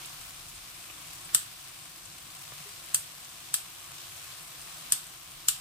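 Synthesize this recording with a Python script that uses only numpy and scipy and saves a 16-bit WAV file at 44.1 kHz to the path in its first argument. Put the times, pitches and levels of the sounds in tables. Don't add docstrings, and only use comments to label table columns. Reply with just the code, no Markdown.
import sys
import numpy as np
from scipy import signal
from scipy.fft import rfft, irfft, next_fast_len
from scipy.io import wavfile
from scipy.ndimage import uniform_filter1d

SR = 44100
rng = np.random.default_rng(int(sys.argv[2]) if len(sys.argv) > 2 else 0)


def int16_out(signal):
    q = np.round(np.clip(np.atleast_2d(signal).T, -1, 1) * 32767)
    wavfile.write(sys.argv[1], SR, q.astype(np.int16))


N = 247046


def undb(db):
    return 10 ** (np.asarray(db) / 20)


def unit_rms(x):
    return x / np.sqrt(np.mean(x ** 2))


def at_hz(table, hz):
    freqs, values = np.transpose(table)
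    return np.interp(np.log(np.maximum(hz, 1)), np.log(freqs), values)


def bandpass(x, lo_hz, hi_hz):
    sos = signal.butter(2, [lo_hz, min(hi_hz, .49 * SR)], "band", fs=SR, output="sos")
    return signal.sosfilt(sos, x)


def drift(rate_hz):
    hold = int(SR / rate_hz)
    steps = np.repeat(rng.standard_normal(N // hold + 1), hold)
    return unit_rms(uniform_filter1d(uniform_filter1d(steps, hold), hold)[:N])


def place(out, start_s, sound, pan_db, left_lag_ms=.1):
    pair = np.broadcast_to(sound, (2, sound.shape[-1]))
    for port, (lag_s, db) in enumerate([(left_lag_ms / 1000, pan_db / 2), (0, -pan_db / 2)]):
        i = min(int((start_s + lag_s) * SR), N)
        n = min(sound.shape[-1], N - i)
        out[port, i:i + n] += undb(db) * pair[port, :n]


def minimum_phase(gain_db):
    cepstrum = irfft(gain_db * np.log(10) / 20)
    half = len(cepstrum) // 2
    cepstrum[1:half] *= 2
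    cepstrum[half + 1:] = 0
    return np.exp(rfft(cepstrum))


def resonance(peak_db, hz, width_hz):
    t = np.arange(4000) / SR
    age = 2 * np.pi * width_hz * t
    return undb(peak_db) * np.sin(2 * np.pi * hz * t) * age * np.exp(1 - age)


# (frequency [Hz], correlation [0-1])
PORT_CORRELATION = [(60, 0.71), (130, 1), (290, 0.69), (640, 0.26), (1400, .2), (3100, 0.079),
                    (6800, 0.011)]
# (frequency [Hz], left minus right [dB])
PORT_BALANCE = [(60, 0), (110, 3.5), (200, -1), (380, 1.0), (700, -0.5), (1290, 0.5), (2380, 2),
                (4400, 1.5), (8120, 2), (15000, 0.5)]
def noise_field(pair, spectrum, flicker_db, rate_hz):
    size = next_fast_len(N)
    hz = np.arange(size // 2 + 1) * SR / size
    alike = at_hz(PORT_CORRELATION, hz)
    mid, side = rfft(pair, size) * undb(at_hz(spectrum, hz)) * np.sqrt([1 + alike, 1 - alike])
    tilt = undb(at_hz(PORT_BALANCE, hz) / 2)
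    ports = np.array([(mid + side) * tilt, (mid - side) / tilt])
    lo_hz, hi_hz = spectrum[0][0], spectrum[-1][0]
    octave = np.log2(np.maximum(hz, 1) / lo_hz)
    out = 0
    for centre in np.arange(0, np.log2(hi_hz / lo_hz) + 1, .5):
        share = np.clip(1 - 2 * abs(octave - centre), 0, 1)
        out = out + irfft(ports * share, size)[:, :N] * undb(flicker_db * drift(rate_hz))
    return unit_rms(out)


# (frequency [Hz], time to fall 60 dB [s])
DECAY_TIMES = [(900, 0.43), (2000, 0.37), (3000, 0.46), (8000, 0.24), (15000, 0.33)]
def reverberation(sound):
    t = np.arange(int(.3 * SR)) / SR
    edges_hz = 700 * 2 ** np.arange(0, 5, .5)
    echoes = 0
    for lo, hi in zip(edges_hz, edges_hz[1:]):
        noise = bandpass(rng.standard_normal((2, len(t))), lo, hi)
        echoes = echoes + noise * undb(-60 * t / at_hz(DECAY_TIMES, np.sqrt(lo * hi)))
    early = 1 + undb([[11.], [5.]]) * np.exp(-t / .006)
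    return signal.fftconvolve(np.atleast_2d(sound), echoes * early * (t > .002), axes=1)


# (frequency [Hz], relative spectral density [dB])
DRONE_SPECTRUM = [(12, -41), (20, -19), (43, -7.5), (70, -8), (91, -3.5), (119, -4), (149, -0.5),
                  (181, -4.5), (198, -18), (233, -9.5), (258, -19.5), (291, -9.5), (353, -8.5),
                  (392, -20.5), (700, -15.5), (910, -36), (1540, -120)]
# (time [s], level [dB])
DEEP_LEVELS = [(0, -71), (.4, -61), (.8, -72), (1.3, -65), (1.8, -77), (2.9, -74), (4.9, -74), (5.3, -68),
               (5.6, -64)]
def rumble(drone_db=-59.5):
    drone = noise_field(rng.standard_normal((2, N)), DRONE_SPECTRUM, flicker_db=1.5, rate_hz=6)
    deep = unit_rms(bandpass(rng.standard_normal(N), 25, 54))
    deep_db = np.interp(np.arange(N) / SR, *np.transpose(DEEP_LEVELS))
    return drone * undb(drone_db) + deep * undb(deep_db)


# (time [s], peak level [dB], frequency [Hz], width [Hz])
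LOW_NOTES = [(2.654, -52.5, 408, 13)]
def low_note():
    out = np.zeros((2, N))
    for start_s, db, hz, width_hz in LOW_NOTES:
        place(out, start_s, resonance(db, hz, width_hz), pan_db=1.2)
    return out


# (frequency [Hz], relative level [dB], width [Hz])
WORKTOP_MODES = [(142, 0, 33), (750, 9.5, 250), (1150, 11.5, 200), (1700, 9, 350)]
def worktop(db, tilt_db):
    lowest_hz = WORKTOP_MODES[0][0]
    return sum(resonance(db + mode_db + tilt_db * np.log2(hz / lowest_hz), hz, width_hz)
               for hz, mode_db, width_hz in WORKTOP_MODES)


# (time [s], level of the lowest mode [dB], tilt [dB/octave])
HAND_KNOCKS = [(.902, -58.5, 1), (2.5213, -48, 0), (2.603, -47, -10)]
def knocks():
    out = np.zeros((2, N))
    for start_s, db, tilt_db in HAND_KNOCKS:
        place(out, start_s, worktop(db, tilt_db), pan_db=1.2)
    return out


# (frequency [Hz], relative spectral density [dB])
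HEARD_SIZZLE = [(290, -24), (500, -8.5), (561, -9.5), (758, -0.5), (826, -7), (900, -4.5), (1070, 1.5),
                (1400, -2), (1960, -3.5), (2350, -0.5), (2880, -0.2), (3400, 0), (5500, -2.5), (7000, -3.5),
                (8100, -0.1), (8800, -0.6), (9870, -5), (12500, -5.5), (15420, -7.5), (15560, -51)]
def fizz(level_db=-44.5, swell_db=.9, bubbles_per_s=700, puff_ms=1, blur_db=5):
    popping = rng.random(N) < bubbles_per_s / SR
    size_db = np.minimum(rng.exponential(size=N), 12.5)
    fade = np.exp(-1000 / (puff_ms * SR))
    puffs = unit_rms(signal.lfilter([1], [1, -fade], popping * undb(size_db)))
    envelope = np.sqrt(puffs ** 2 + undb(blur_db) ** 2)
    hiss = noise_field(envelope * rng.standard_normal((2, N)), HEARD_SIZZLE, flicker_db=.6, rate_hz=14)
    return hiss * undb(level_db + swell_db * drift(2.97))


# (time [s], peak level [dB], centre [Hz], width [octaves], decay time [ms], left minus right [dB])
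LOUD_SPITS = [(0.047, -34.5, 3000, 0.71, 4, -2), (0.057, -29.5, 8400, 1, 4, -2),
              (0.206, -37, 8600, .3, 4, 1.5), (0.4853, -31, 9500, 1, 0.76, 1.5),
              (0.5496, -36.5, 8740, 0.18, 3.6, -1), (0.898, -37, 2720, 0.51, 5.4, 0),
              (1.1333, -29.5, 11000, 0.76, 1, 3), (1.2471, -36.5, 8550, .2, 4, 3),
              (1.29, -39, 2000, 1.6, 6, -1), (2.0544, -34, 8000, .4, 3.2, 2), (2.3314, -41, 3430, .4, 3, 3),
              (4.3154, -36, 3670, 0.43, 1, 0), (4.6159, -30.5, 8140, .8, 1.5, 0),
              (5.0674, -35, 8420, 0.37, 2.8, -1)]
def spits(small_count=150, lo_hz=5000, hi_hz=12900, echo_db=-35):
    out, t = np.zeros((2, N)), np.arange(1500) / SR
    small = [(when * N / SR, -38.5 - np.log(1 - size), lo_hz * (hi_hz / lo_hz) ** pitch, .9, .8, 8 * side)
             for when, size, pitch, side in rng.random((small_count, 4))]
    for start_s, db, hz, octaves, decay_ms, pan_db in [*LOUD_SPITS, *small]:
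        edge_ratio = 2 ** (octaves / 2)
        crackle = rng.standard_normal((2, len(t))) * np.exp(-1000 * t / decay_ms)
        burst = bandpass(crackle, hz / edge_ratio, hz * edge_ratio)
        place(out, start_s, undb(db) * burst / abs(burst).max(), pan_db)
    return out + undb(echo_db) * reverberation(out)[:, :N]


def flat_burst(envelope):
    burst = envelope * rng.standard_normal((2, len(envelope)))
    for _ in range(4):
        spectrum = rfft(burst)
        white = irfft(spectrum / abs(spectrum)) * np.sqrt(np.sum(envelope ** 2))
        burst = envelope * np.tanh(white / (envelope + 1e-9))
    return burst / np.sqrt(np.sum(burst ** 2, axis=1, keepdims=True))


# (frequency [Hz], shared power [0-1])
CHATTER_COHERENCE = [(1500, .75), (4000, 0.7), (8000, 0.35)]
def chatter(t, hz, contact_s=.0022):
    arch = np.clip(np.sin(np.pi * t / contact_s), 0, 1) ** .58
    envelope = arch * (t > 0) * (t < contact_s)
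    alike = at_hz(CHATTER_COHERENCE, hz)
    shared, separate = rfft(flat_burst(envelope)[0]), rfft(flat_burst(envelope))
    return np.sqrt(alike) * shared + np.sqrt(1 - alike) * separate


def shear(t, drive_db=-34.5, rise_s=.0031):
    envelope = undb(drive_db) * np.exp(np.minimum(t, 0) / rise_s) * (t < 0)
    return rfft(envelope * rng.standard_normal((2, len(t))))


# (frequency [Hz], relative spectral density [dB])
HEARD_SNIP = [(150, -26.5), (500, -27), (900, -22.5), (1300, -13), (1820, -13), (2230, -25), (2750, -11.5),
              (4200, -12), (4900, -11), (5700, -10), (6900, -6.5), (7700, -1.5), (8700, 1), (9200, -1.5),
              (10200, -7), (11400, -5), (13300, -9), (14200, -11.5), (15200, -15), (15450, -12),
              (15600, -35)]
# (time [s], level [dB], left minus right [dB], strongest ring [Hz], ring lift [dB],
# knock below 2 kHz [dB], crack at 2-6 kHz [dB], rebound relative to the blow [dB])
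CLOSURES = [(1.3470, -9.5, -1.5, 7900, 9.5, 2.5, 2, -30), (2.9449, -13.5, -0.5, 8250, 2.5, -2, -1.5, -18),
            (3.5409, -14, -0.5, 8100, 6.5, 0, 2, -23), (4.9216, -12.5, 0, 8240, 5.5, 0, 2.5, -26),
            (5.4845, -9.5, 3, 7300, 12, -1, 4, -30)]
def scissors(ring_width_hz=400, echo_db=-33, rebound_s=.0095, thud_db=-36.5):
    out = np.zeros((2, N))
    t = np.arange(-900, 1148) / SR
    hz = np.arange(len(t) // 2 + 1) * SR / len(t)
    for shut_s, db, pan_db, ring_hz, lift_db, knock_db, crack_db, rebound_db in CLOSURES:
        ring_db = lift_db / (1 + ((hz - ring_hz) / ring_width_hz) ** 2)
        shelf_db = at_hz([(1900, knock_db), (2300, crack_db), (5500, crack_db), (6500, 0)], hz)
        tone = minimum_phase(at_hz(HEARD_SNIP, hz) + shelf_db + ring_db)
        tone *= undb(db) * np.sqrt(.002 * SR / np.mean(abs(tone) ** 2))
        snip = irfft((shear(t) + chatter(t, hz)) * tone)
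        place(out, shut_s + t[0], snip, pan_db)
        blow = irfft(tone * minimum_phase(-.5 * ring_db))
        place(out, shut_s, reverberation(blow) * undb(echo_db), pan_db=0)
        rebound = resonance(db + rebound_db, hz=4640, width_hz=70)
        place(out, shut_s + rebound_s, rebound, pan_db, left_lag_ms=0)
        place(out, shut_s, worktop(db + knock_db + thud_db, tilt_db=-12), pan_db=1.2)
    return out


def scene():
    return fizz() + scissors() + spits() + knocks() + low_note() + rumble()


def record(dry, memory_s=.77, slope=.13, unity_gain_db=-40.5, ceiling=.95, cutoff_hz=16620):
    pole = np.exp(-1 / (memory_s * SR))
    rest_power = undb(unity_gain_db) ** 2
    power = signal.lfilter([1 - pole], [1, -pole], np.mean(dry ** 2, axis=0), zi=[rest_power])[0]
    lagging_power = uniform_filter1d(power, size=2001, origin=1000)
    levelled = dry * (lagging_power / rest_power) ** -slope
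    rounded = levelled / (1 + (levelled / ceiling) ** 4) ** .25
    return signal.sosfilt(signal.cheby2(22, 75, cutoff_hz, fs=SR, output="sos"), rounded)


dry = scene()
out = record(dry)
int16_out(out)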